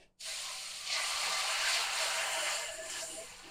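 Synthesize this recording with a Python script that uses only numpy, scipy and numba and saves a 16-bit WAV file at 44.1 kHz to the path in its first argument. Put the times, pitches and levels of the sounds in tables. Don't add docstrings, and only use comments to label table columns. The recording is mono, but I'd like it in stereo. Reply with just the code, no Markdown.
import sys
import numpy as np
from scipy import signal
from scipy.fft import rfft, irfft, next_fast_len
from scipy.io import wavfile
from scipy.ndimage import uniform_filter1d
from numba import njit

SR = 44100
rng = np.random.default_rng(int(sys.argv[2]) if len(sys.argv) > 2 else 0)


def dump(signal):
    limited = np.clip(np.atleast_2d(signal).T, -1, 1)
    pcm = np.round(limited * 32767).astype(np.int16)
    wavfile.write(sys.argv[1], SR, pcm)


def boost_factor(decibels):
    exponent = np.asarray(decibels, float) / 20
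    return 10 ** exponent


N = 154350
T = np.arange(N) / SR
FFT_SIZE = next_fast_len(N)
HZ = np.maximum(np.fft.rfftfreq(FFT_SIZE, 1 / SR), 1)


# time_s, steam_db, fizz_db, boil_db
POUR = [(0.17, -106, -98, -101), (0.21, -48.5, -50, -74), (0.22, -49, -52.5, -68), (0.27, -44, -44, -45),
        (0.84, -48, -49.5, -51.5), (0.93, -33.5, -47.5, -43.5), (1.01, -41, -42.5, -38),
        (1.37, -38, -42.5, -37), (1.58, -41, -43.5, -35), (1.74, -33.5, -39, -32), (1.89, -44, -46, -35),
        (2.01, -38, -41.5, -33), (2.3, -48.5, -42, -34.5), (2.53, -43, -41, -36), (2.8, -62.5, -52, -50),
        (2.99, -47, -43.5, -44.5), (3.04, -60, -45, -50.5), (3.5, -59.5, -63, -52.5)]


def pour_level(column):
    rows = np.array(POUR)
    return boost_factor(np.interp(T, rows[:, 0], rows[:, column]))


# pitch_hz, density_db (per Hz)
STEAM = [(250, -60), (700, -10.5), (1000, -31), (2200, -5.5), (3300, -7), (5500, -9.5), (8000, -22),
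         (12000, -45)]


def steam_jets():
    bubbles = pops(3000, 3.4, 0.4, top_hz=12040, ring_s=0.0053)
    return boost_factor(1.5) * pour_level(1) * colour(bubbles, STEAM, slow_db=0.17, quick_db=0.8, depth=1.0)


# pitch_hz, density_db (per Hz)
FIZZ = [(1000, -31), (3000, -18.5), (5500, -7.5), (8000, -5.5), (9800, -8.5), (11000, -18.5), (14800, -20),
        (15800, -44)]


def fine_fizz():
    bubbles = pops(4000, 4.2, 0.43, top_hz=15920, ring_s=0.0043)
    return boost_factor(0.53) * pour_level(2) * colour(bubbles, FIZZ, slow_db=0.0, quick_db=1.1, depth=1.1)


# pitch_hz, density_db (per Hz)
BOIL = [(330, -49), (480, -36), (560, -15), (800, -3), (1500, -9), (2900, -3), (3500, -18), (6000, -31.5)]
PAN_HZ = [490, 600, 653, 785, 824, 941, 1035, 1185, 1351, 1478, 1593, 1722, 1780, 2052]
PAN_MODE_DB = [-12.5, -0.5, 0, 1.5, -3.5, -2.5, 1.5, 0, 0, 1, -1, -2, -2, 3.5]


def boiling_mash():
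    t60_s, pan_db, patchy_db = 0.12, -11, 3.0
    boil = pour_level(3)
    mash = pops(1500, 1.96, 0.52, top_hz=7011, ring_s=0.0049)
    body = boil * colour(mash, BOIL, slow_db=-0.23, quick_db=2.1, depth=0.85)
    pan = 0
    for hz, db in zip(PAN_HZ, PAN_MODE_DB):
        push = mash * boil * boost_factor(patchy_db * walk(9.06))
        pan = pan + modes(push, [(hz, db, t60_s)])
    return boost_factor(-4.5) * body + boost_factor(pan_db) * level(pan, 0) * np.sqrt(np.mean(boil ** 2))


def pops(rate, spread_db, share, top_hz, ring_s):
    when, pitch, rarity = rng.random((int(rate * N / SR), 3)).T
    start = (when * N).astype(np.int64)
    turn = 2 * np.pi * top_hz * pitch / SR
    fade = np.full(len(start), 1 / (ring_s * SR))
    size = boost_factor(spread_db * np.minimum(-np.log(1 - rarity), 3))
    bubbles = level(grains(start, turn, fade, size, N), 0)
    bubble_power = share * top_hz / (SR / 2)
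    return np.sqrt(bubble_power) * bubbles + np.sqrt(1 - bubble_power) * rng.standard_normal(N)


@njit
def grains(start, turn, fade, size, n):
    y = np.zeros(n)
    for k in range(len(start)):
        step = np.exp(1j * turn[k] - fade[k])
        rise_step = np.exp(-2 * fade[k])
        z, closed = size[k] + 0j, 1.
        for i in range(start[k], min(start[k] + int(4 / fade[k]), n)):
            z, closed = z * step, closed * rise_step
            y[i] += z.imag * (1 - closed)
    return y


# pitch_hz, width_hz, boost_db
HOLLOWS = [(850, 93, -8), (8170, 430, -2), (2120, 160, 0), (3070, 130, 3), (4335, 1060, 8.5),
           (7260, 1470, 7), (9014, 940, 7.5), (11300, 810, 5), (14000, 810, 3.5)]


def colour(x, table, slow_db, quick_db, depth):
    rows = np.array(table)
    db = np.interp(np.log(HZ), np.log(rows[:, 0]), rows[:, 1], left=-70)
    for hz, width, boost in HOLLOWS:
        db = db + depth * boost / (1 + (2 * (HZ - hz) / width) ** 2)
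    spectrum = rfft(x, FFT_SIZE) * boost_factor(db)
    place = np.clip(1.5 * np.log2(HZ / 350), 0, 8)
    out, shared = 0, walk(6.4)
    for k in range(9):
        shared = (shared + walk(5.6)) / np.sqrt(2)
        band = irfft(spectrum * np.clip(1 - abs(place - k), 0, 1), FFT_SIZE)[:N]
        out = out + band * boost_factor(slow_db * shared + quick_db * walk(34.95))
    return level(out, 0)


# time_s, length_s, removed_share (0-1), pitch_hz, width_hz
DIPS = [(.3, 0.12, 0.9, 880, 230), (0.64, 0.39, 0.8, 890, 210), (0.63, 0.25, 0.5, 1650, 350),
        (.2, .06, .8, 1600, 780), (1.1, 0.47, 0.25, 1730, 220), (2.75, .5, 0.5, 8350, 520),
        (2.46, 0.34, .6, 3680, 430), (2.75, 0.24, .6, 6250, 810), (3.14, .1, 0.7, 6600, 1000),
        (2.75, .15, 0.44, 1040, 250), (3.3, 0.17, .5, 8100, 700), (0.51, .8, 0.27, 7430, 650),
        (.9, .05, .6, 1500, 800), (1.83, .25, .6, 546, 110), (3.35, 0.13, .6, 1350, 150)]


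def thin_bands(x):
    for s, length, share, hz, width in DIPS:
        band = signal.lfilter(*signal.iirpeak(hz, hz / width, fs=SR), x)
        x = x - share * swell(s, length, 0) * band
    return x


# time_s, length_s, level_db, pitch_hz
RINGS = [(0.294, .07, -57.5, 650), (.57, .07, -58.5, 765), (0.966, .04, -46.5, 650), (1.31, .05, -50, 650),
         (1.388, .06, -50.5, 770), (1.5, .04, -46.5, 640), (1.6, .04, -47, 650), (1.82, 0.047, -47, 821),
         (2.018, 0.048, -43.5, 653), (2.187, 0.076, -47, 653), (2.365, 0.04, -41, 650),
         (2.436, 0.06, -46, 603), (2.529, 0.028, -47, 605), (2.578, 0.034, -44, 657),
         (2.633, 0.044, -47.5, 601), (2.689, 0.023, -44.5, 657), (2.726, 0.044, -53, 610),
         (2.79, 0.028, -42, 650), (2.83, .05, -54, 650), (2.865, 0.029, -50, 650),
         (3.028, 0.023, -42.5, 652), (3.085, 0.046, -56, 640), (3.181, 0.032, -43.5, 653),
         (3.217, 0.023, -50.5, 653), (2.63, .05, -50.5, 1720), (2.718, 0.033, -50.5, 1730),
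         (2.817, .055, -51, 1750), (2.943, .05, -51, 1730), (3.025, 0.039, -57, 1570),
         (2.37, 0.066, -48, 941), (2.6, .06, -52.5, 941), (2.99, .06, -58, 941), (2.61, .05, -48, 2075),
         (1.28, .09, -69, 183), (1.25, 0.071, -48.5, 1185), (0.497, .04, -55, 1030), (3.14, .06, -59, 790),
         (2.82, .25, -57, 1738)]


def rings():
    waver = 0.67 * walk(45)
    flutter = 0.22 * (walk(110) + 1j * walk(110))
    keep = np.exp(-1 / (0.01 * SR))
    out = 0
    for k, (s, length, db, hz) in enumerate(RINGS):
        envelope = signal.lfilter([1 - keep], [1, -keep], swell(s, length, db))
        tone = (1 + np.roll(flutter, k * SR // 7)) * np.exp(1j * (2 * np.pi * hz * T + waver))
        out = out + np.sqrt(2) * envelope * tone.imag
    return out


# time_s, length_s, level_db, pitch_hz
BURSTS = [(.491, 0.0037, -41, 2140), (.31, .004, -45, 4300), (.875, .006, -44, 5900),
          (1.5, .006, -40, 2520), (2.903, .006, -48, 7310), (3.02, 0.034, -47, 5400), (2.6, .06, -50, 4800),
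          (2.24, .15, -44, 1700), (1.58, 0.14, -44, 2000), (2.92, 0.036, -47, 7100)]


def bursts():
    return pockets(BURSTS, cycles=4.5)


# time_s, length_s, level_db, pitch_hz
SCRAPES = [(.5, 0.034, -53, 1270), (0.98, 0.036, -48, 1160), (1.656, 0.11, -41, 1567),
           (2.98, 0.12, -54, 1690), (0.46, 0.16, -56, 1054), (2.93, 0.044, -51.5, 5000),
           (2.6, 0.023, -49, 2930), (2.92, 0.046, -47, 3040), (2.985, 0.049, -46, 2880),
           (3.12, 0.095, -54, 2920), (2.68, 0.054, -44, 2860), (1.316, 0.66, -47, 1167),
           (2.467, 0.28, -46.5, 1690), (2.405, 0.25, -42.5, 2960), (1.002, 0.13, -42, 2060),
           (0.695, 0.11, -58.5, 1300), (3.18, 0.39, -64, 490), (2.62, .12, -61, 470), (2.65, .35, -55, 646),
           (0.543, 0.079, -55.5, 1000), (3.11, 0.19, -56, 8900), (2.5, 0.49, -48, 7380),
           (3.06, 0.36, -50.5, 7270), (2.39, 0.25, -50, 8950), (3.12, 0.25, -54, 9200),
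           (2.78, 0.24, -55.5, 1725)]


def scrapes():
    return pockets(SCRAPES, cycles=22.0)


# time_s, length_s, level_db, pitch_hz
GLUGS = [(1.28, 0.033, -48.5, 476), (1.27, 0.022, -59, 370), (1.8, 0.038, -53, 475), (2.05, .05, -54, 487),
         (2.25, .06, -61.5, 485), (2.42, 0.1, -58, 348), (2.81, 0.098, -57, 339), (2.97, 0.15, -60.5, 338),
         (3.13, 0.067, -56, 320), (3.21, 0.059, -55, 417), (3.2, 0.1, -60.5, 288), (3.47, 0.064, -58, 310)]


def glugs():
    return pockets(GLUGS, cycles=7.8)


def pockets(table, cycles):
    noise = rng.standard_normal(N)
    out = 0
    for s, length, db, hz in table:
        resonance = [(hz, 0, cycles / hz)]
        ring = modes(modes(noise, resonance), resonance)
        out = out + swell(s, length, db) * level(ring, 0)
    return out


def drip():
    start_s, level_db, t60_s = 0.035, -62, 0.17
    fade = boost_factor(level_db - 60 * np.maximum(T - start_s, 0) / t60_s)
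    lowpass = signal.butter(4, 9500, fs=SR, output="sos")
    metal_noise, hiss_noise = signal.sosfilt(lowpass, rng.standard_normal((2, N)))
    metal = modes(metal_noise, [(2640, -7, .012), (2300, -10, .015), (1900, -14, .02),
                                (600, -6, .03), (1750, -12, .03), (380, -6, .03)])
    hiss = modes(hiss_noise, [(4500, -10.0, .0012), (8200, -17, 0.0022)])
    return fade * (metal + hiss)


# time_s, length_s, level_db, pitch_hz
KNOCKS = [(1.155, .018, -62, 40), (1.652, .018, -63, 40), (1.898, .02, -66, 40), (2.712, .016, -60, 42)]


def knocks():
    out = 0
    for s, length, db, hz in KNOCKS:
        phase = 2 * np.pi * hz * (T - s)
        out = out + swell(s, length, db) * (np.cos(phase) + 0.58 * np.cos(2.15 * phase))
    return out


# pitch_hz, density_db (per Hz)
ROOM = [(15, -3), (30, -5), (70, -23), (130, -18), (270, -27.5), (600, -26), (2000, -46), (10000, -58)]
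# pitch_hz, level_db (rms)
HUM = [(102.3, -80), (150.7, -84.5), (183.0, -77.5)]


def kitchen():
    rows = np.array(ROOM)
    db = np.interp(np.log(HZ), np.log(rows[:, 0]), rows[:, 1])
    air = irfft(rfft(rng.standard_normal(FFT_SIZE)) * boost_factor(db), FFT_SIZE)[:N]
    room = level(air, -65)
    for hz, hum_db in HUM:
        room = room + np.sqrt(2) * boost_factor(hum_db + 1.4 * walk(2.76)) * np.sin(2 * np.pi * hz * T)
    rise = boost_factor(5.5 * (T / T[-1] - .5))
    duck = 1 - 0.57 * swell(0.16, 0.084, 0)
    return room * rise * duck


def level(x, db):
    return x * boost_factor(db) / np.sqrt(np.mean(x ** 2))


def walk(rate):
    k = int(SR / rate)
    held = np.repeat(rng.standard_normal(N // k + 1), k)
    return level(uniform_filter1d(uniform_filter1d(held, k), k)[:N], 0)


def swell(s, length, db):
    return boost_factor(db) * np.maximum(1 - ((T - s) / length) ** 2, 0) ** 2


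def modes(x, table):
    out = 0
    for hz, db, t60 in table:
        r, w = 1000 ** (-1 / (t60 * SR)), 2 * np.pi * hz / SR
        ring = signal.lfilter([1, 0, -1], [1, -2 * r * np.cos(w), r * r], x)
        out = out + boost_factor(db) * np.sqrt(1 - r) * ring
    return out


def scene():
    sizzle = thin_bands(steam_jets() + fine_fizz() + boiling_mash())
    pan = sizzle + bursts() + scrapes() + glugs() + drip()
    pan = signal.sosfilt(signal.butter(4, 282, "high", fs=SR, output="sos"), pan)
    mono = pan + rings() + knocks() + kitchen()
    return np.array([mono, mono])


def band_limit(x):
    return signal.sosfilt(signal.butter(12, 15690, fs=SR, output="sos"), x)


# time_s, low_hz, high_hz
FLECKS = [(.72, 7600, 9000), (.72, 11700, 13100), (.766, 9700, 11000), (.766, 13800, 15600),
          (.975, 7600, 9000), (1.742, 8300, 9700), (2.624, 5600, 6900)]


def record(dry):
    other = np.roll(dry[0], 700)
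    side = 0
    for s, low, high in FLECKS:
        window = np.cos(np.pi * np.clip((T - s) / .046, -.5, .5))
        band = signal.butter(4, [low, high], "band", fs=SR, output="sos")
        side = side + boost_factor(-3) * window * signal.sosfilt(band, other)
    mix = dry + side * np.array([[1], [-1]])
    return band_limit(mix)


dry = scene()
out = record(dry)
dump(out)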